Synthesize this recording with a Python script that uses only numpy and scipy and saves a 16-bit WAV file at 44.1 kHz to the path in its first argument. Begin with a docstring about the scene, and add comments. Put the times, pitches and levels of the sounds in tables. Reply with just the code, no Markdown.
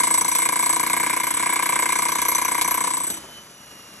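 """An electric demolition hammer pounds a concrete slab thirty times a second beside a sheet-metal wall.
Each blow knocks the tool and the slab, crunches grit and rings the steel chisel; chips crack off.
After three seconds the slab breaks, a chunk drops and the blows stop.
The motor whines on over the rush of a dust extractor."""
import sys
import numpy as np
from scipy import signal
from scipy.fft import rfft, irfft
from scipy.io import wavfile

SR = 44100
rng = np.random.default_rng(int(sys.argv[2]) if len(sys.argv) > 2 else 0)


def generate_wav(sig):
    """Save sig (samples, or channels by samples) to the path in sys.argv[1] as 16-bit PCM at SR."""
    pcm = np.round(np.clip(np.atleast_2d(sig).T, -1, 1) * 32767).astype(np.int16)
    wavfile.write(sys.argv[1], SR, pcm)


N = 176400
T = np.arange(N) / SR
RING_T = np.arange(6000) / SR  # seconds since one hit


def amp(db):
    """Turns decibels into a gain."""
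    return 10 ** (np.asarray(db) / 20)


def curve(rows, s, column=1):
    """Reads one column of a table over time."""
    rows = np.array(rows, float)
    return np.interp(s, rows[:, 0], rows[:, column])


def spectrum(points, size):
    """Reads a table over log frequency at the bins of an FFT."""
    hz, value = np.transpose(points)
    return np.interp(np.log(np.fft.rfftfreq(size, 1 / SR) + 1), np.log(hz), value)


def noise(colour, size, grain_db=0):
    """Coloured noise of rms 1, smooth or in sharp grains."""
    grains = amp(grain_db * np.repeat(rng.standard_normal(size // 20), 20))
    white = rng.standard_normal(size) * grains
    x = irfft(rfft(white) * amp(spectrum(colour, size)), size)
    return x / np.sqrt(np.mean(x ** 2) + 1e-20)


def drift(span_s):
    """A random wander that finds a new value every span."""
    return np.interp(T / span_s, np.arange(4000), rng.standard_normal(4000))


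def add(mix, s, sound):
    """Mixes a sound in at a time in seconds."""
    part = mix[max(round(s * SR), 0):][:len(sound)]
    part += sound[:len(part)]


def delayed(x, ms):
    """The sound, a little later."""
    hz = np.fft.rfftfreq(2 * N, 1 / SR)
    return irfft(rfft(x, 2 * N) * np.exp(-2j * np.pi * hz * ms / 1000))[:N]


def per_blow(x):
    """Scales one blow so that thirty a second have rms 1."""
    return x * np.sqrt(SR / 30 / np.sum(x ** 2))


def knocks(times, modes, levels_db, rise_s, scatter_db, detune):
    """Every blow rings the same fading tones, a little differently."""
    hz, db, t60, *lag_ms = np.transpose(modes)[:, :, None]
    t = np.maximum(RING_T - sum(lag_ms) / 1000, 0)
    shape = amp(db - 60 * t / t60) * (1 - np.exp(-t / rise_s)) ** 2  # t60: time to fade by 60 dB
    out = np.zeros(N)
    for s, level in zip(times, levels_db):
        louder, sharper = rng.standard_normal((2, len(modes), 1))
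        ring = shape * amp(scatter_db * louder) * np.sin(2 * np.pi * hz * (1 + detune * sharper) * t)
        add(out, s, amp(level + .5 * scatter_db * rng.standard_normal()) * per_blow(ring.sum(0)))
    return out


def burst(colour, t60_s, grain_db, rise_s=0.00016):
    """Concrete cracks: grainy noise that starts sharply and fades."""
    fading = noise(colour, len(RING_T), grain_db) * amp(-60 * RING_T / t60_s)
    return fading * (1 - np.exp(-RING_T / rise_s))


def crush(times, colour, levels_db, t60_s, grain_db):
    """One gritty burst at each blow, now short, now long."""
    out = np.zeros(N)
    for s, level in zip(times, levels_db):
        crack = burst(colour, t60_s * np.exp(.3 * rng.standard_normal()), grain_db)
        add(out, s, amp(level + 1.43 * rng.standard_normal()) * per_blow(crack))
    return out


# How fast the hammer strikes. Each row: time in seconds, blows per second.
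BLOW_RATE = [(0, 27.86), (0.1, 28.265), (0.7, 29.481), (0.9, 29.302), (1, 30.697), (1.1, 30.271),
             (1.2, 27.821), (1.25, 30.306), (1.3, 25.761), (1.38, 38.38), (1.42, 30.372), (1.8, 30.086),
             (1.9, 30.497), (2.5, 30.376), (2.8, 31.059), (3.1, 30.032)]
LAST_BLOW_S = 3.19


def blow_times(jitter_s=.00015):
    """One blow for each turn of the crank, slightly uneven."""
    turns = .06 + np.cumsum(curve(BLOW_RATE, T)) / SR
    times = np.interp(np.arange(np.interp(LAST_BLOW_S, T, turns)), turns, T)
    return times + jitter_s * rng.standard_normal(len(times))


# How hard the blows knock. Each row: time in seconds, relative slab and housing levels in dB.
KNOCK_LEVELS = [(0.0, -25, -28.5), (0.27, -28, -33.5), (0.44, -26.3, -28), (0.75, -26.2, -32),
                (0.95, -26.5, -26.5), (1.27, -27.5, -29.5), (1.34, -33, -35.5), (1.44, -25.5, -28),
                (1.9, -26, -27), (2.1, -26.5, -31), (2.6, -26, -29.5), (2.85, -26.5, -34.5),
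                (3.03, -32, -42.5), (3.08, -65, -48), (3.2, -39, -59)]
# The tones of the slab and of the tool's housing.
# Each row: pitch in Hz, relative level in dB, fade time in seconds, lag after the blow in ms.
SLAB_TONES = [(992, -1.5, 0.022, 3), (1132, -4.5, 0.016, 3.5), (1224, -20.5, 0.022, 4),
              (682, -20.5, 0.024, 2), (475, -22.5, 0.034, 0.5)]
HOUSING_TONES = [(2123, 2, 0.02, 0.072), (2319, -1.5, 0.023, 0.318), (1625, -7.5, 0.038, 0.69),
                 (1000, -5, 0.0088, 0.1)]


def slab_and_housing(times):
    """Each blow knocks the slab and the housing, which clatters again as it recoils."""
    slab_db, housing_db = (curve(KNOCK_LEVELS, times, column=k) for k in (1, 2))
    slab = knocks(times, SLAB_TONES, slab_db - 1.03, rise_s=0.0035, scatter_db=1.4, detune=0.0065)
    clank = knocks(times, HOUSING_TONES, housing_db - 4.5, rise_s=0.00022, scatter_db=1.1, detune=0.026)
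    recoils = times + .0095 + .002497 * rng.standard_normal(len(times))
    clatter = knocks(recoils, HOUSING_TONES, housing_db - 5,
                     rise_s=0.00022, scatter_db=-0.1, detune=0.012)
    return slab + clank + clatter


# The machine's low tones. Each row: pitch in Hz, relative level in dB, fade time in seconds, lag in ms.
THUD_TONES = [(59, -11.5, 0.079, -0.5), (177, -17, 0.19, -1.1), (231.7, -2, 0.089, 1.9),
              (284, -0.5, 0.061, 2), (331.7, -3, 0.15, 6.5)]
# How heavy the thud is. Each row: time in seconds, relative level in dB.
THUD_LEVEL = [(0, -37.5), (.33, -41.5), (.9, -38), (1.34, -40.5), (1.8, -39.5), (2.85, -41), (3.1, -44),
              (3.2, -46)]


def thud(times):
    """The whole machine thuds with each blow."""
    level_db = curve(THUD_LEVEL, times) - 1.5
    return knocks(times, THUD_TONES, level_db, rise_s=0.0028, scatter_db=0, detune=0.012)


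# How loud things are at the chisel's tip.
# Each row: time in seconds, then relative levels in dB of the grit and the main, low and high rings.
TIP_LEVELS = [(0.0, -33.5, -25, -41, -35.5), (0.22, -36, -24, -34, -39), (0.33, -33.5, -28, -35, -24.5),
              (0.44, -37, -27.5, -42.5, -30.5), (0.8, -36, -26.5, -42.5, -32.5), (1.13, -38, -32, -51, -39),
              (1.28, -39.5, -29.5, -37.5, -31), (1.4, -38, -31, -57, -47), (2.1, -37, -30.5, -40, -36),
              (2.25, -35, -31.5, -33, -25), (2.5, -37.5, -32, -36.5, -33), (2.72, -39.5, -31.5, -39.5, -25),
              (2.95, -39, -29.5, -46.5, -52), (3.1, -49, -31.5, -52, -27), (3.19, -46, -45, -50, -51)]
# The chisel's tones. Each row: pitch in Hz, relative level in dB, fade time in seconds.
MAIN_RING = [(7866, -1.5, 0.085), (8376, -9, 0.055)]
LOW_RING = [(5945, -5, 0.053), (6125, -1, 0.03)]
HIGH_RING = [(10700, -6, 0.058), (11550, 2.5, 0.072), (11300, -1, 0.025)]
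# The shock runs back up the chisel as a short chirp.
# Each row: pitch in Hz, relative level in dB, fade time in seconds, lag after the blow in ms.
REBOUND = [(9990, 4, 0.0083, 6.1), (11000, 6, 0.0079, 6), (11390, 1, 0.0083, 10)]


def chisel(times):
    """The steel rings at each blow, and again as it bounces in its holder."""
    grit_db, main_db, low_db, high_db = (curve(TIP_LEVELS, times, column=k) for k in range(1, 5))
    choke_db = bite(times)
    main_db += 1 - choke_db
    bounces = times + abs(.0079 + .003 * rng.standard_normal(len(times)))
    steel = knocks(times, MAIN_RING, main_db, rise_s=0.00026, scatter_db=2, detune=0.0026)
    steel += knocks(bounces, MAIN_RING, main_db, rise_s=0.00066, scatter_db=1, detune=0.0019)
    steel += knocks(times, LOW_RING, low_db, rise_s=0.0016, scatter_db=7, detune=0.0066)
    steel += knocks(times, HIGH_RING, high_db - 5 - choke_db,
                    rise_s=0.0003, scatter_db=7.5, detune=0.0035)
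    return steel + knocks(times, REBOUND, grit_db + 3, rise_s=0.00032, scatter_db=4, detune=0.015)


# Bright grit and duller crumbling concrete. Each row: frequency in Hz, relative level in dB.
GRIT_COLOUR = [(100, -26), (550, -2), (2500, -8.5), (3800, 4.5), (4800, 1), (6500, 1), (8000, 9.5),
               (9300, 0), (10200, 10.5), (11700, 0), (12500, -22), (16000, -20)]
CRUNCH_COLOUR = [(600, -15), (1450, 5), (2300, -0.5), (3800, -2.5), (5000, -33)]
# How loud the crumbling is. Each row: time in seconds, level in dB.
CRUNCH_LEVEL = [(0, -43.5), (1.8, -36), (2.15, -38.5), (2.6, -40), (2.85, -38.5), (3.1, -49)]


def crushed_concrete(times):
    """Each blow crushes grit, and concrete crumbles as the crack opens."""
    grit_db = curve(TIP_LEVELS, times) + 5.5 - bite(times)
    grit = crush(times, GRIT_COLOUR, grit_db, t60_s=0.062, grain_db=3)
    return grit + crush(times, CRUNCH_COLOUR, curve(CRUNCH_LEVEL, times), t60_s=0.14, grain_db=4)


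# Slaps off the ground and the wall. Each row: delay in ms, gain.
ECHOES = [(7.1, 0.19), (10.4, 0.095), (14.3, 0.026), (18.6, 0.18)]


def hammer():
    """All the sounds of the blows; the knocks and the crunching also echo."""
    times = blow_times()
    near = slab_and_housing(times) + thud(times) + crushed_concrete(times)
    return near + chisel(times) + sum(gain * delayed(near, ms) for ms, gain in ECHOES)


def loose_grit():
    """Crumbs dance on the slab for as long as the blows last."""
    running = np.clip((LAST_BLOW_S - T) / .03, 0, 1)
    return noise(GRIT_COLOUR, N, grain_db=1.5) * running * amp(curve(TIP_LEVELS, T) - bite(T))


# The motor's whine. Each row: time in seconds, pitch in Hz, level in dB, level of its octave in dB.
WHINE = [(0, 2925, -55, -60), (3.12, 2995, -53.5, -46.5), (3.24, 3020, -50, -62), (3.29, 3034, -51, -60),
         (3.39, 3010, -43.5, -55), (3.46, 2966, -62, -57), (3.73, 2864, -52, -53.5), (4, 2790, -56.5, -56)]


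def motors():
    """The whine and a fainter tone above it sink once the load is gone; the extractor hums on."""
    hz = curve(WHINE, T) * (1 + 0.00239 * drift(span_s=0.0059))
    phase = 2 * np.pi * np.cumsum(hz) / SR
    whine = amp(curve(WHINE, T, column=2)) * (np.sin(phase) + amp(-18) * np.sin(1.4 * phase))
    octave = amp(curve(WHINE, T, column=3)) * np.sin(2 * phase)
    hum = amp(-62.5) * np.sin(2 * np.pi * 577 * T) + amp(-64.5) * np.sin(2 * np.pi * 205 * T)
    return np.sqrt(2) * (whine + octave + hum) * amp(2 * drift(span_s=0.017))


# The colour of the rushing air. Each row: frequency in Hz, relative level in dB.
AIR_COLOUR = [(20, -21), (55, -1), (220, 6), (450, 1.5), (800, 1), (1200, 3.5), (2400, -2.5), (4700, -2.5),
              (5700, -3.5), (7500, -2.5), (9000, -7.5), (11300, 1.5), (12500, -20), (14000, -40)]
# How loud the air is. Each row: time in seconds, level in dB.
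AIR_LEVEL = [(0, -38.5), (3.2, -41), (3.55, -47), (3.75, -44), (4, -44.5)]


def air():
    """Air rushes through the extractor and the cooling fan."""
    return noise(AIR_COLOUR, N) * amp(curve(AIR_LEVEL, T) + drift(span_s=0.013))


# Flying chips. Each row: start in seconds, level in dB, fade time in seconds.
CHIPS = [(.141, -15, 0.045), (.210, -19.5, 0.046), (.489, -14.5, 0.024), (.761, -20, 0.022),
         (.796, -15, 0.03), (2.053, -16.5, 0.025), (2.085, -16.5, 0.036), (2.217, -16.5, 0.028),
         (2.612, -14, 0.074), (3.101, -22.5, 0.06), (3.142, -29, .04), (3.175, -32.5, 0.03),
         (3.243, -48, 0.043)]


def chips():
    """Chips crack off and skitter in bright bursts."""
    out = np.zeros(N)
    for s, db, t60 in CHIPS:
        add(out, s, amp(db) * burst(GRIT_COLOUR, t60, grain_db=0.5))
    return out


def bite(times, dip_db=3, length_s=0.04):
    """A blow that frees a chip sinks in, so ring and grit briefly drop by this many dB."""
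    since = times[:, None] - np.array(CHIPS)[:, 0] + .003
    return dip_db * ((since > 0) & (since < length_s)).any(axis=1)


# The slab cracks and pieces land. Each row: start in seconds, level in dB, fade time in seconds.
BREAKS = [(3.072, -34, 0.043), (3.1, -28, 0.071), (3.165, -49, 0.068), (3.24, -39, 0.098),
          (3.287, -36.5, 0.091)]
# The colour of the rubble. Each row: frequency in Hz, relative level in dB.
RUBBLE_COLOUR = [(40, -19), (130, -16), (300, 0.5), (1000, -2.5), (2000, -24), (5000, -39.5), (11000, -39),
                 (14000, -53)]


def slab_breaks():
    """Dull bursts as the slab splits and the chunk settles."""
    out = np.zeros(N)
    for s, db, t60 in BREAKS:
        add(out, s, amp(db) * burst(RUBBLE_COLOUR, t60, grain_db=5))
    return out


def yard(x, t60_s, wet_db):
    """A blurred outdoor echo, blended from four quickly swaying tails so its colour stays even."""
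    t, out = np.arange(SR // 3) / SR, np.zeros(N)
    for k in range(4):
        tail = rng.standard_normal(len(t)) * amp(-60 * t / t60_s) * np.clip((t - .003) / 0.0018, 0, 1)
        sway_hz = 3.7 + 2.583 * (k // 2)
        share = np.cos(2 * np.pi * sway_hz * T + k * np.pi / 2) / np.sqrt(2)
        out += signal.fftconvolve(x * share, tail / np.linalg.norm(tail))[:N]
    return amp(wet_db) * out


# How far the left side leads the right. Each row: frequency in Hz, lead in radians.
PORT_PHASE = [(50, 0), (800, .3), (1300, -.1), (2400, .4), (3000, 1.4), (4700, 2.2), (5500, 5.7),
              (6600, 6.8), (7850, 8.6), (9200, 9.3), (11550, 11.6), (12300, 14)]
# How much louder the left side is. Each row: frequency in Hz, left minus right in dB.
PORT_BALANCE = [(60, 1.5), (300, 0.5), (650, 7.5), (1000, 10), (1250, 6.5), (1600, -3.5), (1900, 1.5),
                (2300, -4.5), (3000, -2), (4500, 0.5), (12000, 0)]


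def ports(x):
    """Two close microphone openings each hear their own phase and level, making stereo."""
    half = np.exp(.5j * spectrum(PORT_PHASE, N)) * amp(.5 * spectrum(PORT_BALANCE, N))
    mean_gain = np.sqrt((abs(half) ** 2 + abs(half) ** -2) / 2)
    return irfft(rfft(x) * np.array([half, 1 / half]) / mean_gain, N)


def scene():
    """The work, with a short bright echo and a longer soft one, over the machines' noise."""
    work = hammer() + loose_grit() + slab_breaks() + chips()
    treble = signal.sosfilt(signal.butter(2, 2000, "high", fs=SR, output="sos"), work)
    front = work + yard(treble, t60_s=0.072, wet_db=-8.5) + motors() + air()
    around = np.array([yard(work, t60_s=0.34, wet_db=-15) + amp(-34) * air() for _ in range(2)])
    return ports(front) + around


def record(dry):
    """The microphone loses the bass below 42 Hz and the treble above 15900 Hz."""
    thin = signal.sosfilt(signal.butter(3, 42, "high", fs=SR, output="sos"), dry)
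    low_pass = signal.firwin(511, 15900, window=("kaiser", 9), fs=SR)
    return signal.oaconvolve(thin, low_pass[None], "same")


dry = scene()
out = record(dry)
generate_wav(out)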